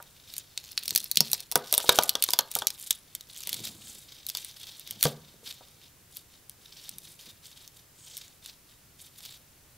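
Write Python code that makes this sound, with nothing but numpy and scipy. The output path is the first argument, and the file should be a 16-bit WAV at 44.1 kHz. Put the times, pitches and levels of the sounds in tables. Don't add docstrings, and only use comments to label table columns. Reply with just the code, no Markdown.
import sys
import numpy as np
from scipy import signal
from scipy.fft import rfft, irfft
from scipy.io import wavfile

SR = 44100
rng = np.random.default_rng(int(sys.argv[2]) if len(sys.argv) > 2 else 0)


def generate_wav(signal):
    frames = np.transpose(np.atleast_2d(signal))
    scaled = np.clip(frames, -1, 1) * 32767
    pcm = np.round(scaled).astype(np.int16)
    wavfile.write(sys.argv[1], SR, pcm)


N = 430856


def from_db(db):
    return 10 ** (np.asarray(db) / 20)


def rms_one(x):
    return x / np.sqrt(np.mean(x ** 2) + 1e-20)


def unit_energy(x):
    return x / np.sqrt(np.sum(x ** 2) + 1e-20)


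def blow(x):
    return unit_energy(x) * np.sqrt(SR * .01)


def seconds(length):
    return np.arange(int(length * SR)) / SR


def at_hz(points, hz):
    table_hz, values = np.array(points)[:, 0], np.array(points)[:, 1]
    return np.interp(np.log(hz + 0.00089), np.log(table_hz), values)


def add(out, s, sound):
    at = max(0, round(s * SR))
    out[at:at + len(sound)] += sound[:N - at]


def through(x, response):
    return signal.fftconvolve(x, response)[:len(x)]


def drift(rate):
    knots = rng.standard_normal(int(rate * N / SR) + 2)
    return rms_one(np.interp(np.arange(N) * rate / SR, np.arange(len(knots)), knots))


def colour(spectrum, size=2048):
    gain = from_db(at_hz(spectrum, np.fft.rfftfreq(size, 1 / SR)))
    cepstrum = irfft(np.log(gain))
    cepstrum[1:size // 2] *= 2
    cepstrum[size // 2 + 1:] = 0
    return unit_energy(irfft(np.exp(rfft(cepstrum))))


def resonate(x, hz, width_hz):
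    r = np.exp(-np.pi * width_hz / SR)
    zeros = np.array([1, 0, -1]) * (1 - r * r) / 2
    poles = [1, -2 * r * np.cos(2 * np.pi * hz / SR), r * r]
    return signal.lfilter(zeros, poles, x + 1e-18)


def burst(t, fast_s, slow_s, slow_db):
    envelope = np.exp(-t / fast_s) + from_db(slow_db) * np.exp(-t / slow_s)
    return rng.standard_normal(len(t)) * envelope


# (frequency [Hz], density [dB])
FLOOR_SPECTRUM = [(20, -6), (80, 0.5), (140, 1.5), (200, -6.5), (350, -9), (800, -14), (2000, -15),
                  (15500, -17)]
# (frequency [Hz], density [dB])
FLOOR_SIDE_SPECTRUM = [(20, 5), (224, -1.5), (729, -2), (3500, -10), (6000, -5), (15000, -4.5)]


def floor(mid_db=-58.5, side_db=-62.5):
    mid = rms_one(through(rng.standard_normal(N), colour(FLOOR_SPECTRUM, size=8192)))
    side = rms_one(through(rng.standard_normal(N), colour(FLOOR_SIDE_SPECTRUM, size=8192)))
    left_right = np.array([[1], [-1]])
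    return from_db(mid_db) * mid + from_db(side_db) * side * left_right


# (frequency [Hz], time to fall 60 dB [s])
ROOM_DECAY = [(150, 0.67), (500, 0.24), (1200, 0.59), (2200, 0.14), (3800, 0.19), (7000, 0.027),
              (15000, 0.17)]


def room(x, onset_s=0.00043):
    t, tail = seconds(.45), 0
    edges = np.geomspace(90, 17000, 13)
    for low, high in zip(edges, edges[1:]):
        bandpass = signal.butter(2, [low, high], "band", fs=SR, output="sos")
        band = signal.sosfilt(bandpass, rng.standard_normal(len(t)))
        t60 = at_hz(ROOM_DECAY, np.sqrt(low * high))
        tail = tail + band * np.exp(-np.log(1000) * t / t60)
    walls = colour([(150, -7.0), (500, 3.0), (1000, -6.5), (2000, -0.5), (3000, 1.5), (3800, -1.0),
                    (5000, 2.5), (8000, -3.0), (15000, -7.0)])
    swelling_tail = tail * (1 - np.exp(-t / onset_s))
    return through(x, unit_energy(through(swelling_tail, walls)))


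SAG_DB_PER_S, RELEASE_S = 28, 0.031


def gesture(rise_s, length_s):
    t = seconds(length_s + 10 * RELEASE_S)
    attack = np.minimum(t / rise_s, 1)
    hold = from_db(-SAG_DB_PER_S * np.maximum(t - rise_s, 0))
    release = np.exp(-np.maximum(t - length_s, 0) / RELEASE_S)
    return attack * hold * release


def friction(per_s, clump_db=3.0):
    sizes = from_db(4.5 * np.minimum(rng.exponential(1, N), 3.2)) * rng.choice([-1, 1], N)
    happens = rng.random(N) < per_s / SR
    slips = rms_one(sizes * happens / np.sqrt(per_s))
    hiss = rng.standard_normal(N) * np.sqrt(per_s / 4000)
    return (slips + hiss) * from_db(clump_db * drift(120))


# (start [s], rise [s], length before release [s], level [dB])
DRAG_GESTURES = [(0.878, 0.042, 0.094, -52.5), (3.444, 0.14, 0.55, -52.5), (4.893, 0.043, 0.61, -56.5),
                 (6.878, 0.041, 0.45, -63)]
# (frequency [Hz], density [dB])
RUB_SPECTRUM = [(40, -29.5), (100, -0.5), (200, 1), (550, -14.5), (1200, -20.5), (2500, -40)]


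def drag(lumps_db=1.5):
    force = np.zeros(N)
    for s, rise_s, length_s, db in DRAG_GESTURES:
        add(force, s, from_db(db) * gesture(rise_s, length_s))
    lumpy = friction(900) * from_db(lumps_db * drift(25))
    return force * rms_one(through(lumpy, colour(RUB_SPECTRUM)))


# (start [s], rise [s], length before release [s], level [dB])
SWISH_GESTURES = [(3.764, 0.11, 0.12, -52), (7.948, 0.077, 0.27, -52.5)]
SWISH_START_HZ, SWISH_SINK_HZ_PER_S = 8270, 6000


def swish(width_hz=1300):
    glide = np.zeros(N)
    for s, rise_s, length_s, db in SWISH_GESTURES:
        force = from_db(db) * gesture(rise_s, length_s)
        hz = SWISH_START_HZ - SWISH_SINK_HZ_PER_S * np.arange(len(force)) / SR
        carrier = np.sqrt(2) * np.cos(2 * np.pi * np.cumsum(hz) / SR)
        add(glide, s, force * carrier)
    lowpass = signal.butter(2, width_hz, fs=SR, output="sos")
    return glide * rms_one(signal.sosfilt(lowpass, friction(2500)))


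NARROW_FROM_S, NARROW_UNTIL_S, NARROW_TUNING = 0.5, 1.5, 1.14


def in_narrow_part(s):
    return (s > NARROW_FROM_S) & (s < NARROW_UNTIL_S)


# (frequency [Hz], width [Hz], relative level [dB])
CAVITY_MODES = [(2266, 290, 2), (3180, 230, 2.5), (3680, 230, 9), (4400, 160, -5), (5925, 370, -7.5)]


def hollow(x, ring_db, tuning=1):
    air = sum(from_db(db) * resonate(x, hz * tuning, width) for hz, width, db in CAVITY_MODES)
    return x + from_db(ring_db) * air


CUT_FROM_S, CUT_UNTIL_S = 0.61, 3.45
CUT_SLIPS_PER_S, SLIDE_SLIPS_PER_S = 700, 2500


def slip_rate():
    t = np.arange(N) / SR
    return np.where((t > CUT_FROM_S) & (t < CUT_UNTIL_S), CUT_SLIPS_PER_S, SLIDE_SLIPS_PER_S)


# (start [s], rise [s], length before release [s], rasp level [dB], grit relative to rasp [dB])
BLADE_STROKES = [(0.225, 0.11, 0.17, -46.5, -6), (0.571, 0.11, 0.31, -51, -8),
                 (0.826, 0.046, 0.33, -46.5, -3), (1.186, .06, 0.24, -45.5, -4),
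                 (1.554, 0.39, 0.55, -39.5, -2), (2.177, 0.18, 0.15, -41.5, 3.5),
                 (2.476, 0.072, 0.13, -44, 0.5), (2.723, 0.046, 0.2, -48.5, 3),
                 (3.27, 0.098, 0.25, -47, -2), (3.464, 0.067, 0.13, -44, -1.5),
                 (3.605, 0.041, 0.074, -42.5, 0), (3.68, 0.23, 0.36, -51.5, 0.5),
                 (4.261, 0.13, 0.24, -45, -3.5), (4.561, 0.01, 0.15, -47.5, -6),
                 (4.74, 0.043, 0.03, -54.5, -0.5), (4.84, 0.041, 0.18, -54, -7),
                 (4.986, 0.033, 0.03, -40, 1.5), (5.039, 0.002, 0.0072, -27, -4.5),
                 (5.428, 0.064, 0.074, -41.5, -3), (5.517, 0.0073, 0.14, -59, -23),
                 (5.787, 0.034, 0.078, -54.5, -15), (6.103, 0.074, 0.06, -49, 2),
                 (6.282, 0.047, 0.084, -61, -6), (6.562, 0.24, 0.38, -51.5, -5.5),
                 (6.97, 0.11, 0.16, -54, 0), (7.18, 0.025, 0.029, -46.5, -2),
                 (7.24, 0.0088, 0.063, -49.5, -6.5), (7.419, 0.039, 0.063, -48.5, -1.5),
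                 (7.526, 0.11, 0.099, -49, -5), (7.728, 0.037, 0.052, -58.5, 1),
                 (7.92, 0.26, 0.38, -52, -5), (8.416, 0.048, 0.08, -49.5, -4),
                 (8.656, .05, 0.059, -60.5, -2.5), (8.978, 0.021, 0.093, -56, 2),
                 (9.126, 0.13, 0.22, -48, -4)]
RESTING_DB, RESTING_WANDER_DB, RESTING_GRIT_DB, LIFT_S = -63.5, 4.5, -8.5, 5.9
SETTLE_DB, SETTLE_DB_PER_S = -30.5, 106


def contact():
    t, settling = seconds(0.58), np.zeros(N)
    for s, ring_db, _, _ in CRACK_EVENTS:
        add(settling, s, from_db(ring_db + SETTLE_DB - SETTLE_DB_PER_S * t) ** 2)
    not_lifted = np.arange(N) / SR < LIFT_S
    resting = from_db(RESTING_DB + RESTING_WANDER_DB * drift(10)) * not_lifted
    rasp_power = settling + resting ** 2
    grit_power = rasp_power * from_db(RESTING_GRIT_DB) ** 2
    for s, rise_s, length_s, db, grit_db in BLADE_STROKES:
        force = from_db(db) * gesture(rise_s, length_s)
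        add(rasp_power, s, force ** 2)
        add(grit_power, s, (from_db(grit_db) * force) ** 2)
    return np.sqrt(rasp_power), np.sqrt(grit_power)


def flakes(slips, low_hz, high_hz, width_hz, wander_db=6.5, count=14):
    dealt = rng.integers(0, count, N)
    ringing = 0
    for k, hz in enumerate(np.geomspace(low_hz, high_hz, count)):
        piece = resonate(slips * (dealt == k), hz, width_hz)
        ringing = ringing + piece * from_db(wander_db * drift(6.3))
    return rms_one(ringing)


# (frequency [Hz], density [dB])
RASP_SPECTRUM = [(500, -7.5), (1400, -8), (2200, -5.5), (3600, 3), (5000, 3.5), (7000, -6.5), (10000, -16),
                 (16000, -4)]
# (frequency [Hz], density [dB])
GRIT_SPECTRUM = [(2000, -27), (4500, -15), (7000, 2.5), (9000, 3.5), (12500, 0.5), (15500, -5)]
WALL_HZ = [7330, 9500, 12450]
WALL_WIDTH_HZ = 450


def scrape(rasp_gain, grit_gain, flake_db=-4.5, chip_db=-8.5, catch_db=4.5, wall_db=-10.5):
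    per_s = slip_rate()
    jerk_db = catch_db * np.sqrt(per_s.min() / per_s)
    pressure = rms_one(from_db(jerk_db * drift(150)))
    fine, coarse = friction(per_s), friction(1.5 * per_s)

    rubbed = through(coarse, colour(RASP_SPECTRUM))
    wide = hollow(rubbed, ring_db=-4.5)
    narrow = hollow(rubbed, ring_db=-4.5, tuning=NARROW_TUNING)
    shell = rms_one(np.where(in_narrow_part(np.arange(N) / SR), narrow, wide))
    chips = flakes(coarse, low_hz=3100, high_hz=6000, width_hz=260)
    rasp = rms_one(shell + from_db(chip_db) * chips)

    fizz = through(fine, colour(GRIT_SPECTRUM))
    walls = sum(resonate(fizz, hz, WALL_WIDTH_HZ) for hz in WALL_HZ)
    fizz = rms_one(fizz + from_db(wall_db) * walls)
    small_flakes = flakes(fine, low_hz=6000, high_hz=14400, width_hz=350)
    grit = rms_one(fizz + from_db(flake_db) * small_flakes)
    return pressure * (rasp_gain * rasp + grit_gain * grit)


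def crumbs(rasp_gain, tries=1100, shell_db=0, piece_db=-1, spread_db=9, over_rasp_db=-7.0):
    out, t = np.zeros(N), seconds(.015)
    level_db, per_s = 20 * np.log10(rasp_gain + 1e-9), slip_rate()
    splinter, shell = colour(SPLINTER_SPECTRUM, size=256), colour(SHELL_SPECTRUM, size=256)
    for when, chance, size, pitch in rng.random((tries, 4)):
        at = int(when * N)
        if chance < per_s.min() / per_s[at]:
            snap = burst(t, fast_s=.0003, slow_s=.002, slow_db=-22)
            piece = unit_energy(resonate(snap, 2800 * 4.5 ** pitch, 500))
            edge = unit_energy(through(snap, splinter))
            body = from_db(shell_db) * unit_energy(through(snap, shell))
            db = min(level_db[at] + over_rasp_db + spread_db * size ** 2, -39)
            add(out, at / SR, from_db(db) * blow(edge + body + from_db(piece_db) * piece))
    return out


TABLE_KNOCKS = [(0.001, -46, 835), (1.173, -40.5, 161), (1.205, -29.5, 151), (1.2065, -35, 613),
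                (1.332, -42, 590), (1.522, -43.5, 680), (1.5558, -23.5, 1980), (1.556, -22, 506),
                (1.727, -34.5, 644), (1.739, -35.5, 690), (1.779, -34.5, 670), (1.798, -39, 949),
                (1.842, -36.5, 610), (1.891, -18, 630), (1.892, -21, 1880), (1.893, -45, 70),
                (1.987, -16.5, 865), (2.152, -32.5, 990), (2.288, -35, 875), (2.335, -33, 840),
                (2.39, -27.5, 925), (2.561, -32.5, 720), (2.62, -33.5, 840), (2.908, -47.5, 1700),
                (3.473, -51.5, 520), (3.53, -52, 300), (3.603, -44, 175), (4.35, -48.5, 1106),
                (5.028, -35.5, 2400), (5.052, -22, 142), (5.054, -22.5, 480), (5.341, -54, 200),
                (5.43, -53.5, 298), (5.608, -50, 646), (7.27, -53.5, 198)]
# (frequency [Hz], relative level [dB], time to fall 60 dB [s])
TABLETOP_MODES = [(151, 4, 0.14), (228, -3.5, 0.284), (277, -7, 0.15), (404, -1.5, 0.25), (480, 0, 0.097),
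                  (498.6, -7, 0.33), (587, -0.5, 0.049), (668, -7, 0.16), (830, -4.5, 0.059),
                  (955, 9.5, 0.075), (1185, -1, 0.18), (1274, -5, 0.15), (1490, -6, 0.17), (1600, -4, 0.2)]


def knocks(push_width=0.77, spread_db=2.0, softness=3.0, ring_db=-2.5, ring_db_per_octave=-3.5,
           bottom_db=-16, detune=0.011):
    out, t = np.zeros(N), seconds(.4)
    hz, mode_db, t60 = np.transpose(TABLETOP_MODES)[:, :, None]
    top = colour([(50, -13.5), (150, -3), (300, -0.5), (480, 4.0), (950, 0), (1500, -1.0),
                  (2500, -12), (8000, -33.5)])
    for s, db, push_hz in TABLE_KNOCKS:
        spot, strength, sign = rng.standard_normal((3, len(hz), 1))
        decay = from_db(mode_db + spread_db * strength - 60 * t / t60)
        modes = np.sign(sign) * decay * np.sin(2 * np.pi * hz * (1 + detune * spot) * t)
        ragged = through(burst(t, fast_s=0.0033, slow_s=0.0341, slow_db=-24.5), top)
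        ring = unit_energy(resonate(modes.sum(0), push_hz, push_width * push_hz))
        thud = unit_energy(resonate(ragged, push_hz, push_width * push_hz))
        bottom = unit_energy(t * np.exp(-2 * np.pi * push_hz * t))
        ring = ring * from_db(ring_db + ring_db_per_octave * np.log2(push_hz / 500))
        soft = signal.butter(3, min(softness * push_hz, SR / 4), fs=SR, output="sos")
        knock = signal.sosfilt(soft, ring + thud + from_db(bottom_db) * bottom)
        add(out, s, from_db(db) * blow(knock))
    return out


# (time [s], shell ring before the shell lift [dB], bright splinter level [dB],
# pitch of the broken piece [Hz])
CRACK_EVENTS = [(0.0261, -56.5, -47.5, 12200), (0.3384, -43, -40.5, 4560), (0.366, -44, -41, 12500),
                (0.381, -50, -29.5, 7100), (0.576, -31, -42, 3980), (0.718, -52, -43.5, 10100),
                (0.7769, -25, -39, 4040), (0.791, -59, -43, 10100), (0.8348, -49, -40, 9500),
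                (0.8563, -42, -41, 5630), (0.8794, -31, -27, 4200), (0.8922, -38, -42, 8900),
                (0.9066, -31, -29, 4260), (0.9501, -32, -27, 5940), (0.9597, -22, -16.5, 4400),
                (0.9766, -33.5, -24.5, 13300), (1.0025, -39, -38, 4000), (1.0427, -47, -34, 14100),
                (1.114, -30, -24, 4260), (1.157, -36, -33, 4800), (1.1717, -17, -22, 4200),
                (1.2057, -16, -18, 5500), (1.316, -39.5, -29, 13400), (1.3314, -23.5, -20.5, 5770),
                (1.3413, -37.5, -34, 5450), (1.4043, -42, -39, 4700), (1.5152, -34.5, -31, 5600),
                (1.522, -37.5, -31, 4960), (1.556, -21.5, -17, 12300), (1.7261, -28, -20, 12800),
                (1.7393, -25, -23, 3920), (1.7484, -33, -25, 12300), (1.779, -26, -16.5, 10360),
                (1.8923, -13, -17.5, 3700), (1.966, -45, -34, 12100), (1.9877, -18.5, -23, 3780),
                (2.0244, -33, -35, 4200), (2.035, -35.5, -24.5, 12600), (2.093, -23, -19.5, 4600),
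                (2.1533, -25.5, -36, 3530), (2.2242, -25.5, -22, 4760), (2.239, -28.5, -19.5, 13100),
                (2.288, -30, -55, 3660), (2.3056, -34, -28, 5400), (2.3347, -23, -21, 4650),
                (2.3894, -20, -18.5, 3350), (2.515, -42.5, -36, 5670), (2.5523, -31, -24, 14000),
                (2.5883, -36, -31.5, 13000), (2.621, -34, -57, 3360), (2.67, -22.5, -20, 6200),
                (2.704, -36.5, -36.5, 5400), (2.9075, -24.5, -20.5, 3680), (2.91, -31, -26, 7800),
                (3.1508, -40.5, -33.5, 10100), (3.209, -45, -47, 3760), (3.435, -43, -43, 5330),
                (3.4725, -38.5, -33, 10800), (3.4924, -36.5, -32, 6000), (3.5295, -32, -30, 4200),
                (3.543, -38, -35, 4400), (3.6528, -45, -39, 3700), (4.2661, -41, -34.5, 12600),
                (4.2873, -41, -38, 12800), (4.2913, -43, -33, 13000), (4.2994, -36, -36, 4660),
                (4.35, -32.5, -38, 5030), (4.3712, -36, -33, 4540), (4.447, -49, -38, 9400),
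                (4.796, -52, -43.5, 9600), (4.8749, -46, -44, 3830), (4.9093, -40, -34, 12400),
                (5.01, -40, -42, 4180), (5.028, -24.5, -17, 10300), (5.0381, -30, -21.5, 9500),
                (5.0534, -28, -41, 3520), (6.1696, -49, -38.5, 12700), (6.496, -51, -43, 11700),
                (6.8922, -43.5, -37, 10100), (6.9837, -50, -40.5, 12300), (7.677, -49, -50, 6400),
                (8.169, -44.5, -39.5, 3560), (8.177, -49.5, -40, 9100), (8.4603, -44, -46, 3660)]
# (frequency [Hz], density [dB])
SHELL_SPECTRUM = [(300, -22), (1000, -20), (1800, -15.5), (2700, -8), (3800, -4.5), (5500, 1), (7000, -3.5),
                  (10000, -6), (16000, -29.5)]
# (frequency [Hz], density [dB])
SPLINTER_SPECTRUM = [(1500, -41), (4000, -24), (6500, -8.5), (8500, 4), (10500, 3.5), (12600, 6),
                     (15500, 1.5)]


def cracks(piece_width_hz=400, piece_db=-2, shell_lift_db=1.0, linger_db=-15, linger_s=0.0081,
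           size_spread=0.055, after_db=-19, after_s=0.024):
    out, t = np.zeros(N), seconds(.15)
    shell, splinter = colour(SHELL_SPECTRUM), colour(SPLINTER_SPECTRUM)
    for s, ring_db, splinter_db, hz in CRACK_EVENTS:
        flex = burst(t, fast_s=.0012, slow_s=.006, slow_db=-18)
        snap = burst(t, fast_s=.0007, slow_s=.004, slow_db=-19)
        segment_size = 1 + size_spread * rng.standard_normal()
        tuning = (NARROW_TUNING if in_narrow_part(s) else 1) * segment_size
        body = hollow(through(flex, shell), ring_db=1.5, tuning=tuning)
        edge = through(snap, splinter)
        piece = from_db(piece_db) * unit_energy(resonate(snap, hz, piece_width_hz))
        shiver = rng.standard_normal(len(t)) * np.exp(-t / linger_s)
        once = resonate(shiver, hz, 2 * piece_width_hz)
        note = from_db(linger_db) * unit_energy(resonate(once, hz, 2 * piece_width_hz))
        small = hz > 7000
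        body = blow(unit_energy(body) + (piece + note) * (not small))
        edge = blow(unit_energy(edge) + .5 * piece * small)
        add(out, s, from_db(ring_db + shell_lift_db) * body + from_db(splinter_db) * edge)
        for wait, pitch in rng.random((2, 2)):
            chip = resonate(snap, 3500 * 3 ** pitch, 1500)
            add(out, s + after_s * wait, from_db(splinter_db + after_db) * blow(chip))
    return out


def scene(room_db=-18):
    rasp_gain, grit_gain = contact()
    breaking = cracks() + crumbs(rasp_gain) + knocks()
    rubbing = scrape(rasp_gain, grit_gain) + swish() + drag()
    close = breaking + rubbing
    return close + from_db(room_db) * room(close) + floor()


def record(dry, cutoff_hz=15700):
    ceiling = np.where(dry > 0, .88, 1.0)
    rounded = dry / (1 + (dry / ceiling) ** 6) ** (1 / 6)
    lowpass = signal.ellip(12, .2, 90, cutoff_hz, fs=SR, output="sos")
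    return signal.sosfilt(lowpass, rounded)


dry = scene()
out = record(dry)
generate_wav(out)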